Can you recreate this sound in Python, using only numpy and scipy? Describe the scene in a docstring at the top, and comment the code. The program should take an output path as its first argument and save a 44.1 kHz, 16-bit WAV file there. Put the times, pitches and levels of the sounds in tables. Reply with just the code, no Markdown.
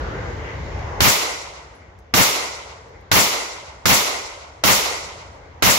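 """A distant rumble with leaf hiss (banded noise) swells and flickers in a wood; a small tick comes first.
Six pistol shots follow, close to a phone behind the shooter's left shoulder: a direct blast each,
then sharp slaps, returns off an earth bank and noise scatter that dies away among the trunks.
The blasts overload the microphones and the gain control ducks the rumble, which creeps back after each.
Between shots, spent cases and twigs tick as short noise scratches, and brass rings as fading sines."""
import sys
import numpy as np
from scipy import signal
from scipy.fft import rfft, irfft, next_fast_len
from scipy.io import wavfile
from scipy.ndimage import uniform_filter1d

SR = 44100
rng = np.random.default_rng(int(sys.argv[2]) if len(sys.argv) > 2 else 0)


def dump_mix(stems):
    """Bounce the given channels to the path in sys.argv[1] as a 16-bit WAV at rate SR."""
    frames = np.atleast_2d(stems).T  # one column per channel
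    limited = np.clip(frames, -1, 1)  # hard clip at full scale
    pcm = np.round(limited * 32767).astype(np.int16)
    wavfile.write(sys.argv[1], SR, pcm)


N = 254898

# Colour of distant traffic and leaves, relative: freq_hz, density_db (per Hz)
RUMBLE_COLOUR = [(25, -13), (66, -0.5), (130, -11), (230, -21.5), (476, -11.5), (620, -14), (920, -14.5),
                 (1350, -24.5), (2050, -21.5), (2500, -30.5), (4000, -39), (6700, -43.5), (7800, -54),
                 (9500, -66.5)]
# Stereo likeness of the rumble: freq_hz, likeness (0 to 1)
RUMBLE_LIKENESS = [(60, 0.99), (130, 0.94), (290, 0.96), (640, 0.3), (1400, 0), (15000, 0)]
# The rumble swells and sinks: time_s, level_db
RUMBLE_SWELL = [(0, 0.5), (1, -1.5), (1.6, 2.5), (2.1, -3), (2.8, 1.5), (4.3, -1.5), (5.3, 3.5)]
RUMBLE_DB = -26.5
FLICKER_DB, FLICKERS_PER_S = 2.74, 9.2
FLICKER_EVEN_HZ = 2500  # above this the hiss runs smoother

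# Small ticks of spent cases and twigs: start_s, drive_db (before the band filter), decay_ms,
# centre_hz, left_minus_right_db
TICKS = [(0.792, -24, 2.5, 1500, 0), (1.751, -50, 5.5, 11500, 4), (1.988, -38, 9, 6500, 3),
         (2.885, -51, 12, 10900, 0), (3.007, -45, 8, 8500, 0), (5.35, -55, 12.6, 12000, -10)]
# Modes of the brass tube: freq_hz, level_db, t60_s
CASE_MODES = [(10600, -0.5, .2), (10680, -4, .16), (6300, -8.5, .5)]
# Landings that set the brass ringing: start_s, level_db,
# tilt_db (per octave below the first mode), left_minus_right_db
CASE_RINGS = [(1.751, -46, -4, 4), (1.988, -60, 14, 3)]

# Pistol shots, every round loaded alike: start_s
SHOT_TIMES = [1.0053, 2.139, 3.1154, 3.8558, 4.6378, 5.6236]
BLAST_DB = 7.5  # pulse, slaps and echo together
# Muzzle pulse: pressure jump, then suction
PUSH_S, PUSH_SHARE, SUCK_S, SUCK_SHARE = 0.00032, 0.6, 0.00045, 1
PULSE_DB = [[13.5], [-1.5]]  # left, right
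# Single returns off close stems and ground
SLAPS_PER_S, SLAPS_FADE_S = 2200, 0.043
SLAPS_DB = [[12], [9]]  # left, right

# Colour of the scatter from the trunks, relative: freq_hz, density_db (per Hz)
WOOD_COLOUR = [(30, -16), (100, -10), (250, -10.5), (450, -4), (900, -1), (1550, -5.5), (2200, -3),
               (3200, -5.5), (5900, -3.5), (9000, -9), (15500, -10)]
# Fade of the scatter, before the extra air loss: freq_hz, t60_s
WOOD_T60 = [(60, 0.17), (250, 0.84), (500, 1.68), (1500, 1.32), (3000, 1.02), (6000, 0.88), (9000, 0.81),
            (14000, 0.29)]
# Stereo likeness of the scatter: freq_hz, likeness (-1 to 1)
WOOD_LIKENESS = [(60, 0.42), (130, -0.14), (290, 0.69), (640, 0.31), (1400, -0.13), (15000, 0.086)]
# Stronger parts of each shot: the direct blast (first two rows), then returns off bank and far trees:
# path_m, rise_s, fall_s, centre_hz, width_octaves, left_db, right_db (both over the scatter)
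STRONG_PARTS = [(.34, 0.00055, 0.0026, 930, 1.72, 0.5, 12), (.34, .002, 0.024, 73, 1.43, 7.5, 20),
                (14.9, 0.01, 0.028, 680, 2, 0.5, 5), (24.3, 0.031, 0.029, 910, 1.47, 8, -1.5),
                (23.7, .02, 0.014, 87, 1.45, 18.5, 8), (85.5, 0.05, 0.041, 520, 0.87, -5, -1.5)]
# Late returns graze the ground, which thins one band and fills its neighbour:
# centre_hz, width_hz, share_added (-1 to 1)
GRAZING = [(1720, 420, -.65), (2123, 330, 0.52)]
GRAZING_GROWS_S = 0.22
WOOD_REPEATS = 0.78  # the trunks stand still: share of late scatter power that repeats at each shot
WOOD_HOLD_S, KNEE_S = 0.079, 0.012  # hold before the fade; softness of the bend between them
ONSET_S, SOUND_M_PER_S = 0.00027, 343
BUILD_S, BUILD_DB = 0.043, [[-7], [-3.5]]  # the scatter starts thin and fills in (left, right)
CLUMPS_DB, CLUMPS_PER_S = 1.5, 41.8  # trunks stand in groups, so the scatter comes in lumps
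AIR_LOSS_PER_S_KHZ = 0.0057  # extra treble loss on long paths

# Colour that the phone's body lends to all sound: freq_hz, left_db, right_db
PHONE_BODY = [(30, -11, -10), (45, 0.5, 0), (250, 0.5, -2), (695, -4, -5), (1150, -2.5, -1),
              (1580, 1.5, -3.5), (1720, -3, -3.5), (2070, 0.5, -2), (2120, 1, -3.5), (2500, -3.5, -1.5),
              (2820, -2.5, -1), (4560, -2.5, 1.5), (7500, 4, 1), (10000, 2, 0.5)]
PORT_HZ, PORT_WIDTH_HZ, PORT_DEPTH = 8570, 2150, 0.77  # notch of the microphone port, depth 0-1
GAIN_THRESHOLD_DB, GAIN_RANGE_DB, GAIN_RISE_DB_PER_S = -19, 19, 3  # range is the deepest cut
TOP_HZ = 15700


def undb(db):
    """Amplitude factor for a level in dB."""
    return 10 ** (np.asarray(db) / 20)


def read(table, hz):
    """Table value at each frequency, straight on a log axis."""
    table_hz, values = np.transpose(table)
    return np.interp(np.log(np.maximum(hz, 1)), np.log(table_hz), values)


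def stereo_spectra(white, colour, likeness):
    """Left and right spectra of coloured noise, mixed from two white noises used as mid and side."""
    size = white.shape[-1]
    hz = np.arange(size // 2 + 1) * SR / size
    alike = np.clip(read(likeness, hz), -1, 1)
    mid = rfft(white[0]) * np.sqrt((1 + alike) / 2)
    side = rfft(white[1]) * np.sqrt((1 - alike) / 2)
    gain = undb(read(colour, hz))
    gain = gain / np.sqrt(np.mean(gain ** 2))  # keeps the rms at 1
    return np.array([mid + side, mid - side]) * gain, hz


def bands(spectra, hz, size):
    """Overlapping bands, half an octave apart from 32 Hz to 16 kHz, that crossfade into each other."""
    place = 2 * np.log2(np.maximum(hz, 1) / 32)
    for k in range(19):
        weight = np.clip(1 - abs(place - k), 0, 1)
        yield 2 ** (5 + k / 2), irfft(spectra * weight, size)


def walk(rate):
    """Random levels held 1 / rate s and smoothed twice; spread near 1."""
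    hold = int(SR / rate)
    steps = np.repeat(rng.standard_normal(2000), hold)[:N]
    return 1.3 * uniform_filter1d(uniform_filter1d(steps, hold), hold)


def panned(level_db, left_minus_right_db):
    """Left and right amplitudes for a level and a level difference."""
    return undb([[level_db + left_minus_right_db / 2], [level_db - left_minus_right_db / 2]])


def rumble():
    """Distant rumble and leaves: noise whose bands swell together and flicker alone."""
    size = next_fast_len(N)
    white = rng.standard_normal((2, size))
    spectra, hz = stereo_spectra(white, RUMBLE_COLOUR, RUMBLE_LIKENESS)
    swell_db = np.interp(np.arange(N) / SR, *np.transpose(RUMBLE_SWELL))
    out = np.zeros((2, N))
    for centre_hz, band in bands(spectra, hz, size):
        depth_db = FLICKER_DB * min(1, FLICKER_EVEN_HZ / centre_hz)
        out += band[:, :N] * undb(swell_db + depth_db * walk(FLICKERS_PER_S))
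    return undb(RUMBLE_DB) * out


def ticks():
    """Landings as band-filtered noise scratches of a few ms; some brass rings on in decaying modes."""
    t = np.arange(8000) / SR
    out = np.zeros((2, N + len(t)))
    noises = rng.standard_normal((len(TICKS), len(t)))
    for (start_s, drive_db, decay_ms, centre_hz, pan_db), noise in zip(TICKS, noises):
        peak = signal.iirpeak(centre_hz, 0.7, SR)
        burst = noise * np.exp(-1e3 * t / decay_ms)
        scratch = signal.lfilter(*peak, signal.lfilter(*peak, burst))
        out[:, int(start_s * SR):][:, :len(t)] += scratch * panned(drive_db, pan_db)
    for start_s, ring_db, tilt_db, pan_db in CASE_RINGS:
        ring = 0
        for hz, mode_db, t60 in CASE_MODES:
            level_db = mode_db + tilt_db * np.log2(CASE_MODES[0][0] / hz)
            ring = ring + undb(level_db - 60 * t / t60) * np.sin(2 * np.pi * hz * t)
        out[:, int(start_s * SR):][:, :len(t)] += ring * panned(ring_db, pan_db)
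    return out[:, :N]


def shot_envelope(hz, t):
    """Amplitude of a shot: scatter that holds and then fades, plus the direct blast and strong returns."""
    late = KNEE_S * np.logaddexp(0, (t - WOOD_HOLD_S) / KNEE_S)
    # longer paths lose ever more treble to air and leaves
    late = late * (1 + AIR_LOSS_PER_S_KHZ * late * hz / 1e3)
    build = undb(2 * np.multiply(BUILD_DB, np.exp(-t / BUILD_S)))
    power = build * undb(-120 * late / read(WOOD_T60, hz))
    for path_m, rise_s, fall_s, centre_hz, octaves, left_db, right_db in STRONG_PARTS:
        since = t - path_m / SOUND_M_PER_S
        hump = np.where(since < 0, np.exp(-(since / rise_s) ** 2), np.exp(-abs(since) / fall_s))
        share = np.exp(-(np.log2(hz / centre_hz) / octaves) ** 2)
        power = power + share * hump * undb([[left_db], [right_db]]) ** 2
    return np.sqrt(power) * np.clip(t / ONSET_S, 0, 1)


def blast_and_echo(t):
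    """Noise of blast and scatter: same trunks, through air and from a stance that change a little."""
    size = len(t)
    repeated = rng.standard_normal((2, 1, size))
    fresh = rng.standard_normal((2, len(SHOT_TIMES), size))
    same = WOOD_REPEATS * np.clip(t / 0.048, 0.4, 1)  # the early part repeats less
    white = np.sqrt(same) * repeated + np.sqrt(1 - same) * fresh
    spectra, hz = stereo_spectra(white, WOOD_COLOUR, WOOD_LIKENESS)
    echo = 0
    for centre_hz, band in bands(spectra, hz, size):
        clumps = undb(CLUMPS_DB * walk(CLUMPS_PER_S)[:size])
        echo = echo + band * (shot_envelope(centre_hz, t) * clumps)[:, None]
    grazing = 0
    for centre_hz, width_hz, share in GRAZING:
        peak = signal.iirpeak(centre_hz, centre_hz / width_hz, SR)
        grazing = grazing + share * signal.lfilter(*peak, echo)
    return echo + (1 - np.exp(-(t / GRAZING_GROWS_S) ** 2)) * grazing


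def slaps(t):
    """Near surfaces each send back one sharp pressure spike, at random moments in a fading shower."""
    happens, strength = rng.random((2, 2, len(SHOT_TIMES), len(t)))
    hits = (happens < SLAPS_PER_S / SR) * strength * np.exp(-t / SLAPS_FADE_S)
    short = t[:60]
    spike = np.exp(-(short / 0.00009 - 1.5) ** 2) - 0.16 * np.exp(-short / 0.00038)
    return undb(SLAPS_DB)[:, :, None] * signal.lfilter(spike, 1, hits)


def muzzle_pulse(t):
    """Pressure jump at the muzzle, then the suction that follows it."""
    push = PUSH_SHARE * np.exp(-t / PUSH_S)
    suck = SUCK_SHARE * (t / SUCK_S) * np.exp(-t / SUCK_S)
    return undb(PULSE_DB) * (push - suck)


def shots():
    """Each shot is the muzzle pulse with its blast noise, its slaps and its echo from the wood."""
    size = 54000
    t = np.arange(size) / SR
    echo = blast_and_echo(t) + slaps(t)
    pulse = muzzle_pulse(t)
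    out = np.zeros((2, N + size))
    for k, start_s in enumerate(SHOT_TIMES):
        i = int(start_s * SR)
        out[:, i:i + size] += undb(BLAST_DB) * (echo[:, k] + pulse)
    return out[:, :N]


def scene():
    """Rumble, ticks and shots together, as they reach the phone."""
    return rumble() + ticks() + shots()


def phone_colour(x):
    """The body tints each side and the microphone port cuts a partial notch."""
    hz = np.linspace(0, SR / 2, 2049)
    body = []
    for column in (1, 2):
        gain = undb(read(np.array(PHONE_BODY)[:, [0, column]], hz))
        body.append(signal.firwin2(2047, hz, gain, fs=SR))
    x = signal.oaconvolve(x, body, "same", axes=1)
    notch = signal.iirnotch(PORT_HZ, PORT_HZ / PORT_WIDTH_HZ, SR)
    return x + PORT_DEPTH * (signal.lfilter(*notch, x) - x)


def gain_control(x):
    """Gain shared by both sides that drops at once on loud sound and creeps back at a steady rate."""
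    power = uniform_filter1d(np.mean(x ** 2, axis=0), size=88)  # 2 ms window
    loud_db = 10 * np.log10(power + 1e-12)
    want_db = -np.clip(loud_db - GAIN_THRESHOLD_DB, 0, GAIN_RANGE_DB)
    creep_db = GAIN_RISE_DB_PER_S * np.arange(N) / SR
    return x * undb(np.minimum.accumulate(want_db - creep_db) + creep_db)


def overload(x):
    """Soft clipping; the left capsule flattens suction sooner than pressure."""
    limit = np.where(x > 0, [[1.3], [1.1]], [[0.6], [1.1]])
    return limit * np.tanh(x / limit)


def record(dry):
    """Phone colour, gain control and overload, then cut bass and top."""
    x = overload(gain_control(phone_colour(dry)))
    x = signal.sosfilt(signal.butter(3, 36, "high", fs=SR, output="sos"), x)
    x = signal.sosfilt(signal.ellip(10, 0.2, 70, TOP_HZ, fs=SR, output="sos"), x)
    return np.clip(x, -1, 1)


dry = scene()
out = record(dry)
dump_mix(out)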